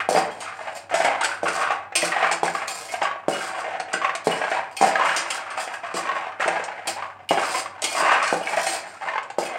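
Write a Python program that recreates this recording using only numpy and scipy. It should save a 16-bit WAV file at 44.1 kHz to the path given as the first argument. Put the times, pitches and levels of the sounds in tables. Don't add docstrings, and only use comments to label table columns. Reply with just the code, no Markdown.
import sys
import numpy as np
from scipy import signal
from scipy.fft import rfft, irfft, next_fast_len
from scipy.io import wavfile

SR = 44100
rng = np.random.default_rng(int(sys.argv[2]) if len(sys.argv) > 2 else 0)


def to_wav(s):
    ch = np.atleast_2d(s).T
    pcm = np.round(np.clip(ch, -1, 1) * 32767)
    wavfile.write(sys.argv[1], SR, pcm.astype(np.int16))


N = 422478
TOP_HZ = 16000
SOUND_TIME = np.arange(SR // 2) / SR
HAND_TIME = np.arange(0, N / SR, .001)


# (frequency [Hz], level [dB])
KNOCK_TONE = [(30, -38), (90, -32), (140, -21), (180, -10.5), (260, -9.5), (340, -6), (480, -1), (680, 1),
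              (880, -4), (1150, -15), (2000, -27), (4000, -41), (9000, -55), (16000, -76)]
# (time [s], level [dB], first rebound [dB], hardness [ratio])
LANDINGS = [(.089, -5.5, -8, 1.05), (.113, -12, -9, .9), (.15, -7, -14, 1), (.165, -6, -14, 1.1),
            (.175, -6, -8, 1.3), (1.432, -10.5, -12, .92), (1.484, -21, -8, .9), (1.956, -24, -6, 1),
            (2.029, -14, -11, .95), (2.432, -4.5, -12, 1.12), (3.283, -6, -11, .97), (3.94, -18, -10, .9),
            (4.271, -3, -12, 1.03), (4.813, -5, -10, 1.08), (4.827, -5.5, -11, 1.08),
            (4.838, -11, -12, 1.1), (4.996, -20, -6, 1), (5.944, -18, -9, .7), (6.46, -14, -7, 1),
            (6.874, -26, -10, .9), (7.309, -4.5, -11, 1.05), (7.376, -21, -10, .7), (7.84, -25, -8, 1),
            (8.026, -15.5, -10, 1), (8.327, -4.5, -12, 1.05), (9.385, -6, -8, 1)]

def spatula_knocks():
    track = np.zeros(N)
    for start, db, rebound_db, hardness in LANDINGS:
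        thud = tone_filter([(hz * hardness, level) for hz, level in KNOCK_TONE])
        blows = bounces(gap_s=.011, first_db=rebound_db, loss_db=3, count=4)
        ring = pan_ring(tick_db=7.5, notes_db=-7.5)
        add(track, start, convolve(convolve(blows, thud), ring), db)
    return track


# (frequency [Hz], level [dB])
CLINK_TONE = [(60, -38.5), (300, 6.5), (900, 16.5), (1700, 10), (2500, 20), (3600, 13.5), (4900, 16),
              (6200, 13.5), (8700, 15.5), (10000, 1.5), (12000, -9.5), (16000, -33)]
# (time [s], level [dB], fade time of the chatter [s])
WALL_HITS = [(0.091, -26, 0.039), (0.405, -23.5, 0.31), (0.941, -18, 0.22), (0.953, -20.5, 0.31),
             (1.046, -18.5, 0.068), (1.21, -18, 0.075), (1.238, -15, 0.02), (1.246, -9.5, 0.038),
             (1.431, -28, 0.073), (1.483, -17, 0.08), (1.954, -9, 0.24), (2.314, -13, 0.19),
             (2.325, -17, 0.064), (2.433, -18, 0.13), (2.68, -15.5, 0.036), (3.029, -21.5, 0.1),
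             (3.284, -22, 0.051), (3.799, -22.5, 0.066), (3.932, -16.5, 0.088), (4.152, -16, 0.031),
             (4.272, -18, 0.037), (4.767, -22.5, 0.07), (4.813, -15.5, 0.35), (5.164, -9.5, 0.26),
             (5.304, -13, 0.042), (5.504, -29, 0.19), (5.941, -21, 0.19), (6.408, -27, 0.19),
             (6.478, -22, 0.089), (6.64, -23.5, 0.087), (6.873, -17.5, 0.093), (7.298, -44, 0.053),
             (7.82, -14, 0.15), (7.841, -10, 0.063), (8.227, -18.5, 0.57), (8.277, -16, 0.032),
             (8.666, -15.5, 0.35), (9.231, -32.5, 0.048), (9.302, -32, 0.044)]

def spatula_clinks(grit_db=5, touch_db=9):
    track, edge = np.zeros(N), tone_filter(CLINK_TONE)
    for start, db, fade_s in WALL_HITS:
        noise = rng.standard_normal(len(SOUND_TIME))
        chatter = noise * uneven_gains(len(noise), grit_db) * fade(fade_s)
        chatter[0] = amp(touch_db) * np.abs(chatter).max()
        ring = pan_ring(tick_db=-4, notes_db=-5)
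        add(track, start, convolve(convolve(chatter, edge), ring), db)
    return track


# (time [s], length [s], start level [dB], end level [dB])
DRAGS = [(0.087, 0.11, -31, -33), (0.31, 0.098, -47.5, -53), (0.54, .19, -51, -51),
         (0.743, 0.014, -48, -35.5), (0.936, 0.11, -40, -34), (1.233, 0.13, -32, -48.5),
         (1.437, 0.17, -39, -34), (1.709, 0.024, -36, -57), (1.952, 0.11, -41, -26.5),
         (2.315, 0.023, -36, -41), (2.441, 0.027, -36, -34), (2.536, 0.1, -36, -48),
         (2.675, 0.22, -31.5, -39.5), (2.871, 0.054, -63, -30.5), (3.017, 0.019, -48, -62),
         (3.281, 0.21, -35, -37), (3.548, 0.06, -43, -42), (3.935, 0.039, -64, -53),
         (4.244, 0.24, -35, -48), (4.499, 0.058, -33, -62), (4.71, 0.012, -45, -52),
         (4.758, 0.11, -44, -28.5), (5.053, 0.1, -33, -41), (5.271, 0.09, -45.5, -33.5),
         (5.57, 0.04, -43, -28.5), (5.65, 0.09, -69, -41), (5.95, 0.015, -39, -27), (6.408, 0.1, -57, -56),
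         (6.871, 0.033, -23, -33), (7.295, 0.031, -38, -33), (7.387, 0.2, -36, -29),
         (7.816, 0.18, -40.5, -26), (8.037, 0.14, -43, -43.5), (8.238, 0.097, -68, -30),
         (8.458, 0.29, -39, -28.5), (8.864, 0.16, -48, -56), (9.383, 0.069, -35.5, -36.5)]

def rubbing_strength(heap_level, lift_s=.24, graze_db=-21):
    drag_power = sum(hand_stroke(*drag, lift_s) ** 2 for drag in DRAGS)
    graze = amp(graze_db) * heap_level
    return np.sqrt(curve(np.c_[HAND_TIME, drag_power]) + graze ** 2)


# (frequency [Hz], level [dB])
SCRAPE_TONE = [(60, -14.5), (250, 0.5), (700, 17), (2600, 10.5), (3600, 7), (4900, 13.5), (6200, 7.5),
               (7500, 12), (7900, 8), (8500, 14.5), (10000, -2), (12000, -11), (16000, -18)]

def spatula_scrape(level, slips_per_s=500, spots=5, changes_per_s=12):
    track, edge = np.zeros(N), tone_filter(SCRAPE_TONE)
    shares = signal.resample(rng.standard_normal((spots, changes_per_s * N // SR)), N, axis=1)
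    for share in shares / np.linalg.norm(shares, axis=0):
        ring = convolve(pan_ring(tick_db=-2.5, notes_db=-8), edge)
        slips = level * share * random_taps(slips_per_s, scatter_db=6)
        track += convolve(slips, ring / np.linalg.norm(ring))
    return track


def edge_sizzle(edge, rub_level, heap_level, bare_db=8, muffling=.51):
    bareness = rub_level / (rub_level + heap_level)
    treble_gain = amp(bare_db) * bareness ** muffling
    treble = signal.sosfiltfilt(signal.butter(12, 9830, "high", fs=SR, output="sos"), edge)
    return edge + (treble_gain - 1) * treble


# (pitch [Hz], level [dB], fade time [s])
BLADE_NOTES = [(2186, 0, .2), (2420, 2, .11), (2545, 0, .11), (2905, -2, .1), (3225, -3, .13),
               (4300, -5, .12), (4550, -7, .1), (4790, -5, .13), (5190, -5, .12), (6020, -12, .1),
               (7230, -8, .12), (8250, -7, .07), (8550, -3, .07), (9040, -8, .07)]
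# (time [s], level [dB], leading note [Hz], fade time of slips [s], other notes [dB])
STICKS = [(.146, -23, 4790, .2, -8), (.313, -39, 3225, .1, -12), (.765, -35, 2545, .06, -6),
          (1.957, -10.5, 8550, .08, -5), (2.018, -20, 2545, .15, -7), (2.69, -28, 7230, .25, -3),
          (2.887, -27, 2186, .1, -14), (3.325, -25, 2905, .2, -14), (3.935, -28, 2420, .1, -3),
          (4.312, -21, 2905, .07, -13), (4.768, -22, 2420, .05, -3), (5.165, -18, 4790, .1, -9),
          (5.31, -26, 2905, .12, -5), (6.873, -20, 3225, .1, -1), (7.29, -17, 2905, .03, -11),
          (7.35, -31, 3225, .2, -6), (7.48, -27, 4790, .15, -5), (7.54, -23, 5190, .15, -4),
          (7.838, -19, 2186, .25, -7), (7.86, -28, 4300, .2, -5), (7.925, -26, 2420, .15, -9),
          (8.428, -29, 2905, .2, -8), (9.452, -25, 2545, .12, -11)]

def blade_singing(lead_octaves=.06):
    track = np.zeros(N)
    for start, db, lead_hz, fade_s, others_db in STICKS:
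        slips = rng.standard_normal(len(SOUND_TIME)) * fade(fade_s)
        singing = np.zeros(len(SOUND_TIME))
        for hz, note_db, ring_s in BLADE_NOTES:
            lead = np.exp(-(np.log2(hz / lead_hz) / lead_octaves) ** 2)
            bent_hz = hz * (1 + .004 * rng.normal())
            sharpness = np.pi * hz * ring_s / np.log(1000)
            note = signal.lfilter(*signal.iirpeak(bent_hz, sharpness, fs=SR), slips)
            singing += max(lead, amp(note_db + others_db)) * note / rms(note)
        add(track, start, singing, db)
    return track


# (time [s], level [dB], hollow pitch [Hz])
NUT_HITS = [(.002, -17, 1140), (.681, -19.5, 790), (.894, -40, 668), (.916, -21, 754), (0.941, -6, 657),
            (1.002, -10.5, 730), (1.047, -7.5, 673), (1.068, -16.5, 750), (1.148, -17, 1100),
            (1.212, -11, 958), (1.244, -25, 1510), (1.315, -16.5, 1510), (1.456, -18, 1126),
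            (1.552, -19, 1170), (1.613, -16.5, 1174), (1.705, -10.5, 804), (1.717, -15, 1156),
            (1.923, -22, 760), (2.022, -15.5, 1970), (2.12, -16, 1910), (2.164, -11.5, 806),
            (2.18, -16, 760), (2.227, -8, 770), (2.245, -9, 1110), (2.313, -13.5, 820), (2.48, -14.5, 1530),
            (2.55, -13.5, 1165), (2.618, -16, 1140), (2.939, -15, 754), (3.018, -11.5, 800),
            (3.053, -10, 1140), (3.073, -16, 787), (3.113, -19.5, 1130), (3.157, -26, 664),
            (3.562, -24, 740), (3.583, -22, 684), (3.643, -18, 763), (3.662, -22, 647), (3.733, -22, 767),
            (3.882, -23, 760), (3.8, -15, 767), (3.939, -11.5, 1580), (4.016, -14, 1115),
            (4.046, -8.5, 1100), (4.094, -12, 1050), (4.15, -26, 670), (4.415, -13, 666),
            (4.441, -18, 1100), (4.516, -10, 652), (4.956, -9, 1640), (4.996, -14, 1060),
            (5.011, -11, 1038), (5.066, -11.5, 1030), (5.092, -13, 1630), (5.121, -27, 1680),
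            (5.418, -35, 824), (5.512, -27, 984), (5.676, -18.5, 730), (5.74, -17.5, 1640),
            (5.834, -22.5, 710), (6.054, -19, 1030), (6.072, -19, 1090), (6.09, -12.5, 1086),
            (6.115, -13.5, 1060), (6.165, -14, 1085), (6.268, -21, 746), (6.322, -26, 1210),
            (6.398, -18.5, 560), (6.404, -16.5, 1790), (6.479, -9, 657), (6.565, -18, 700),
            (6.597, -16.5, 560), (6.682, -20, 790), (6.718, -24, 1500), (6.793, -23.5, 745),
            (6.962, -28, 636), (7.023, -19, 1170), (7.203, -34, 740), (7.374, -10, 790),
            (7.546, -11.5, 1010), (7.659, -19.5, 1156), (7.95, -17, 733), (8.002, -14, 650),
            (8.117, -5.5, 946), (8.218, -15.5, 1100), (8.41, -20.5, 674), (8.472, -14.5, 2270),
            (8.532, -13.5, 856), (8.571, -12, 660), (8.668, -14, 790), (9.03, -26, 880), (9.086, -20, 1790),
            (9.136, -18, 1040), (9.157, -13.5, 880), (9.18, -12.5, 1077), (9.301, -22.5, 800),
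            (9.498, -25, 980), (9.54, -24, 687)]

def nut_clicks():
    track = np.zeros(N)
    for start, db, hz in NUT_HITS:
        rocking = bounces(gap_s=.003, first_db=-7, loss_db=3, count=2)
        add(track, start, convolve(rocking, one_nut(hz, tick_db=-18.5)), db)
    return track


# (time [s], length [s], top level [dB], fade time [s], middle pitch [Hz])
HEAP_SHOVES = [(0, 0.00072, -23, 0.19, 1160), (.12, 0.043, -24.5, 0.6, 770),
               (0.407, 0.033, -33.5, 0.91, 1140), (0.578, 0.099, -32, 0.49, 735),
               (0.894, 0.047, -24.5, 0.25, 686), (.94, 0.0082, -25.5, 0.48, 696),
               (1.002, 0.013, -22.5, 0.35, 744), (1.045, 0.025, -21, 0.54, 750),
               (1.209, 0.011, -25, 0.59, 1300), (1.456, 0.027, -20.5, 0.18, 1310),
               (1.548, 0.089, -23.5, 0.49, 1190), (1.703, 0.0029, -25, 0.25, 1140),
               (2.021, 0.032, -31, 0.92, 1260), (2.11, 0.17, -22, 0.18, 1200),
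               (2.312, 0.017, -21, 0.078, 1320), (2.445, 0.0056, -20, 0.18, 655),
               (2.54, 0.092, -29, 0.17, 1150), (2.878, 0.019, -39.5, 2.1, 770),
               (3.011, 0.021, -23, 0.19, 980), (3.3, 0.047, -32, 1.2, 1200), (3.48, 0.1, -30.5, 0.34, 1020),
               (3.619, 0.093, -30.5, 0.54, 690), (3.879, 0.066, -34, 1.1, 1450),
               (4.016, 0.026, -26.5, 0.37, 1130), (4.272, 0.033, -25, 0.77, 796),
               (4.415, 0.035, -26, 0.64, 850), (4.516, 0.029, -21.5, 0.36, 790),
               (4.803, 0.032, -22.5, 2, 635), (4.961, 0.086, -21.5, 0.44, 1260),
               (5.079, 0.031, -21.5, .5, 1770), (5.3, 0.011, -30.5, 1.6, 1200),
               (5.556, 0.025, -25.5, 0.27, 980), (5.65, 0.025, -33, 0.53, 795),
               (5.829, 0.0046, -31.5, 1.3, 1030), (5.941, 0.011, -31, 1.5, 1030),
               (6.022, 0.17, -29, 0.5, 970), (6.397, 0.03, -21.5, 0.24, 1370),
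               (6.44, 0.072, -25.5, 0.95, 750), (6.721, 0.15, -39.5, 1, 770),
               (6.961, 0.062, -33, 0.43, 983), (7.19, 0.025, -46.5, 0.38, 698),
               (7.311, 0.0026, -20.5, 0.19, 720), (7.374, 0.0092, -24, 0.85, 1000),
               (7.5, 0.079, -34.5, 0.44, 970), (7.739, 0.048, -39, 0.26, 814),
               (7.83, 0.01, -41, 0.17, 1274), (7.947, 0.18, -18, .55, 1140),
               (8.218, 0.02, -23.5, 0.54, 1310), (8.42, 0.099, -30, 0.63, 870),
               (8.572, 0.0096, -22, 0.14, 780), (8.65, 0.079, -34, 1.1, 725), (8.88, 0.08, -40.5, 2.3, 960),
               (8.996, 0.087, -28, 0.48, 970), (9.39, 0.18, -31, 0.89, 690)]

def heap_motion(swell_db=6.5, climb_octaves=.37):
    power, pitch_sum = 1e-12, 0
    for start, length, db, fade_s, hz in HEAP_SHOVES:
        push = hand_stroke(start, length, db - swell_db, db, fade_s) ** 2
        climb = climb_octaves * np.interp(HAND_TIME, [start, start + 2 * length], [-.5, .5])
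        power += push
        pitch_sum += push * (np.log2(hz) + climb)
    return curve(np.c_[HAND_TIME, np.sqrt(power)]), curve(np.c_[HAND_TIME, pitch_sum / power])


def nuts_tumbling(level, pitch, taps_per_s=27, crowding=.7, heap_octaves=.3, stray_share=.22):
    track = np.zeros(N)
    spots_hz = np.geomspace(640, 2400, 20)
    under_heap = np.array([1 / (1 + ((np.log2(hz) - pitch) / heap_octaves) ** 2) for hz in spots_hz])
    shares = under_heap + stray_share
    push = level / np.linalg.norm(shares, axis=0)
    tap_rate = taps_per_s * (level / rms(level)) ** crowding
    for hz, share in zip(spots_hz, shares):
        taps = push * share * random_taps(tap_rate, scatter_db=2)
        track += convolve(taps, one_nut(hz, tick_db=-27))
    return track


# (frequency [Hz], level [dB])
NUT_TONE = [(40, -32.5), (150, -24), (380, -20), (560, -1.5), (740, -2), (1100, -8), (1600, 7.5), (2200, 4),
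            (2800, 2.5), (3600, -8), (8000, -17), (16000, -107.5)]

def one_nut(hz, tick_db, hollow_db=3, cycles=40, brightness=2.77):
    tick = convolve(pan_ring(tick_db, notes_db=-5.5), tone_filter(NUT_TONE))
    tick = signal.sosfilt(signal.butter(1, min(brightness * hz, TOP_HZ), fs=SR, output="sos"), tick)
    note = fading_note(hz, cycles / hz)
    note = signal.sosfilt(signal.butter(2, hz / 2, "high", fs=SR, output="sos"), note)
    click = tick / rms(tick) + amp(hollow_db) * note / rms(note)
    return click / np.linalg.norm(click)


# (pitch [Hz], level [dB], fade time [s])
PAN_NOTES = [(172.7, 3, 0.19), (336, 3, 0.14), (464.3, 3, 0.12), (569, -0.5, 0.12), (660, 7.5, 0.079),
             (772, 5.5, 0.19), (950, -10, 0.09), (1067, -3.5, 0.14), (1278, -4, 0.21), (1532, -1.5, 0.067),
             (1626.5, -6.5, 0.1), (2082, 6.5, 0.026), (2566, -15.5, 0.27), (2860, -10, 0.048)]
# (frequency [Hz], fade time [s])
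PAN_SHIMMER = [(200, 1), (800, 0.093), (2000, 0.074), (8000, 0.038)]

def pan_ring(tick_db, notes_db, scatter_db=3):
    notes = np.zeros(len(SOUND_TIME))
    for hz, db, fade_s in PAN_NOTES:
        strength = amp(db + scatter_db * rng.normal()) * rng.choice([-1, 1])
        notes += strength * fading_note(hz, fade_s)
    ring = fading_noise(PAN_SHIMMER) + amp(notes_db) * notes / np.linalg.norm(notes)
    ring[0] += amp(tick_db)
    return ring


# (frequency [Hz], fade time [s])
ECHO_TIMES = [(150, 0.54), (1000, 0.52), (5000, 0.27), (14000, 0.11)]

def kitchen_echo(sound, turn_s=.35, tails=6):
    turn = np.arange(N) / SR / turn_s
    shares = (np.maximum(1 - np.abs((turn - k) % tails - 1), 0) for k in range(tails))
    return sum(convolve(sound * np.sqrt(share), fading_noise(ECHO_TIMES)) for share in shares)


# (frequency [Hz], level [dB])
RUSH_TONE = [(20, -43), (60, -27), (95, 11), (140, 3.5), (400, 4.5), (1000, -35), (3000, -24), (16000, -33)]
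# (time [s], level [dB])
HUM_LEVELS = [(0, -57), (.7, -67), (.95, -58.5), (1.7, -59), (2.1, -69.5), (6.7, -72.5), (7.0, -59),
              (7.7, -64), (8.1, -67), (9.58, -82)]

def kitchen_background(rush_db=-61, hum_hz=95):
    rush = convolve(rng.standard_normal(N), tone_filter(RUSH_TONE))
    drift = np.cumsum(rng.standard_normal(N)) / np.sqrt(SR)
    hum = np.sqrt(2) * np.sin(2 * np.pi * hum_hz * np.arange(N) / SR + 3 * drift)
    return amp(rush_db) * rush / rms(rush) + amp(curve(HUM_LEVELS)) * hum


def hand_stroke(start, length, from_db, to_db, fade_s, grip_s=.00076):
    t = HAND_TIME - start
    grip = np.clip(t / grip_s, 0, 1)
    held_db = np.interp(t, [0, length], [from_db, to_db])
    release = np.exp(-np.log(1000) * np.maximum(t - length, 0) / fade_s)
    return grip * amp(held_db) * release


def bounces(gap_s, first_db, loss_db, count):
    blows = np.zeros(len(SOUND_TIME))
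    blows[0] = 1
    times = np.cumsum(gap_s * rng.uniform(.493, 1.5, count))
    blows[(times * SR).astype(int)] = amp(first_db - loss_db * np.arange(count))
    return blows


def random_taps(per_second, scatter_db):
    hits = rng.random(N) < per_second / SR
    taps = hits * rng.choice([-1, 1], N) * uneven_gains(N, scatter_db) / np.sqrt(per_second)
    return taps / rms(taps)


def uneven_gains(count, scatter_db):
    return amp(scatter_db * np.clip(rng.standard_normal(count), -2, 2))


def fade(fade_s):
    return np.exp(-np.log(1000) * SOUND_TIME / np.maximum(fade_s, 1e-4))


def fading_note(hz, fade_s):
    return fade(fade_s) * np.sin(2 * np.pi * hz * SOUND_TIME)


def fading_noise(fade_times):
    hz, t, bands = signal.stft(rng.standard_normal(len(SOUND_TIME)), SR, nperseg=128)
    fade_s = value_at(fade_times, hz)[:, None]
    bands = bands * np.exp(-np.log(1000) * t / fade_s) / np.sqrt(fade_s)
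    noise = signal.istft(bands, SR, nperseg=128)[1][:len(SOUND_TIME)]
    return noise / np.linalg.norm(noise)


def tone_filter(tone, size=4096):
    gains = amp(value_at(tone, np.fft.rfftfreq(size, 1 / SR)))
    cepstrum = irfft(np.log(gains))
    cepstrum[1:size // 2] *= 2
    cepstrum[size // 2 + 1:] = 0
    return irfft(np.exp(rfft(cepstrum)))


def value_at(rows, hz):
    row_hz, values = np.transpose(rows)
    return np.interp(np.log(hz + 1), np.log(row_hz + 1), values)


def curve(rows):
    return np.interp(np.arange(N) / SR, *np.transpose(rows))


def convolve(sound, response):
    return signal.oaconvolve(sound, response)[:len(sound)]


def add(track, start, sound, db):
    part = track[max(round(start * SR), 0):][:len(sound)]
    part += amp(db) * sound[:len(part)] / np.abs(sound).max()


def amp(db):
    return 10 ** (np.asarray(db) / 20)


def rms(sound):
    return np.sqrt(np.mean(sound ** 2) + 1e-20)


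def scene():
    heap_level, heap_pitch = heap_motion()
    rub_level = rubbing_strength(heap_level)
    edge = edge_sizzle(spatula_clinks() + spatula_scrape(rub_level), rub_level, heap_level)
    spatula = spatula_knocks() + edge + blade_singing()
    almonds = nut_clicks() + nuts_tumbling(heap_level, heap_pitch)
    stirring = spatula + almonds
    return (stirring + amp(-4) * kitchen_echo(stirring) + kitchen_background())[None]


def record(dry):
    size = next_fast_len(N + SR // 2)
    hz = np.fft.rfftfreq(size, 1 / SR)
    return irfft(rfft(dry, size) * (hz < TOP_HZ), size)[..., :N]


dry = scene()
out = record(dry)
to_wav(out)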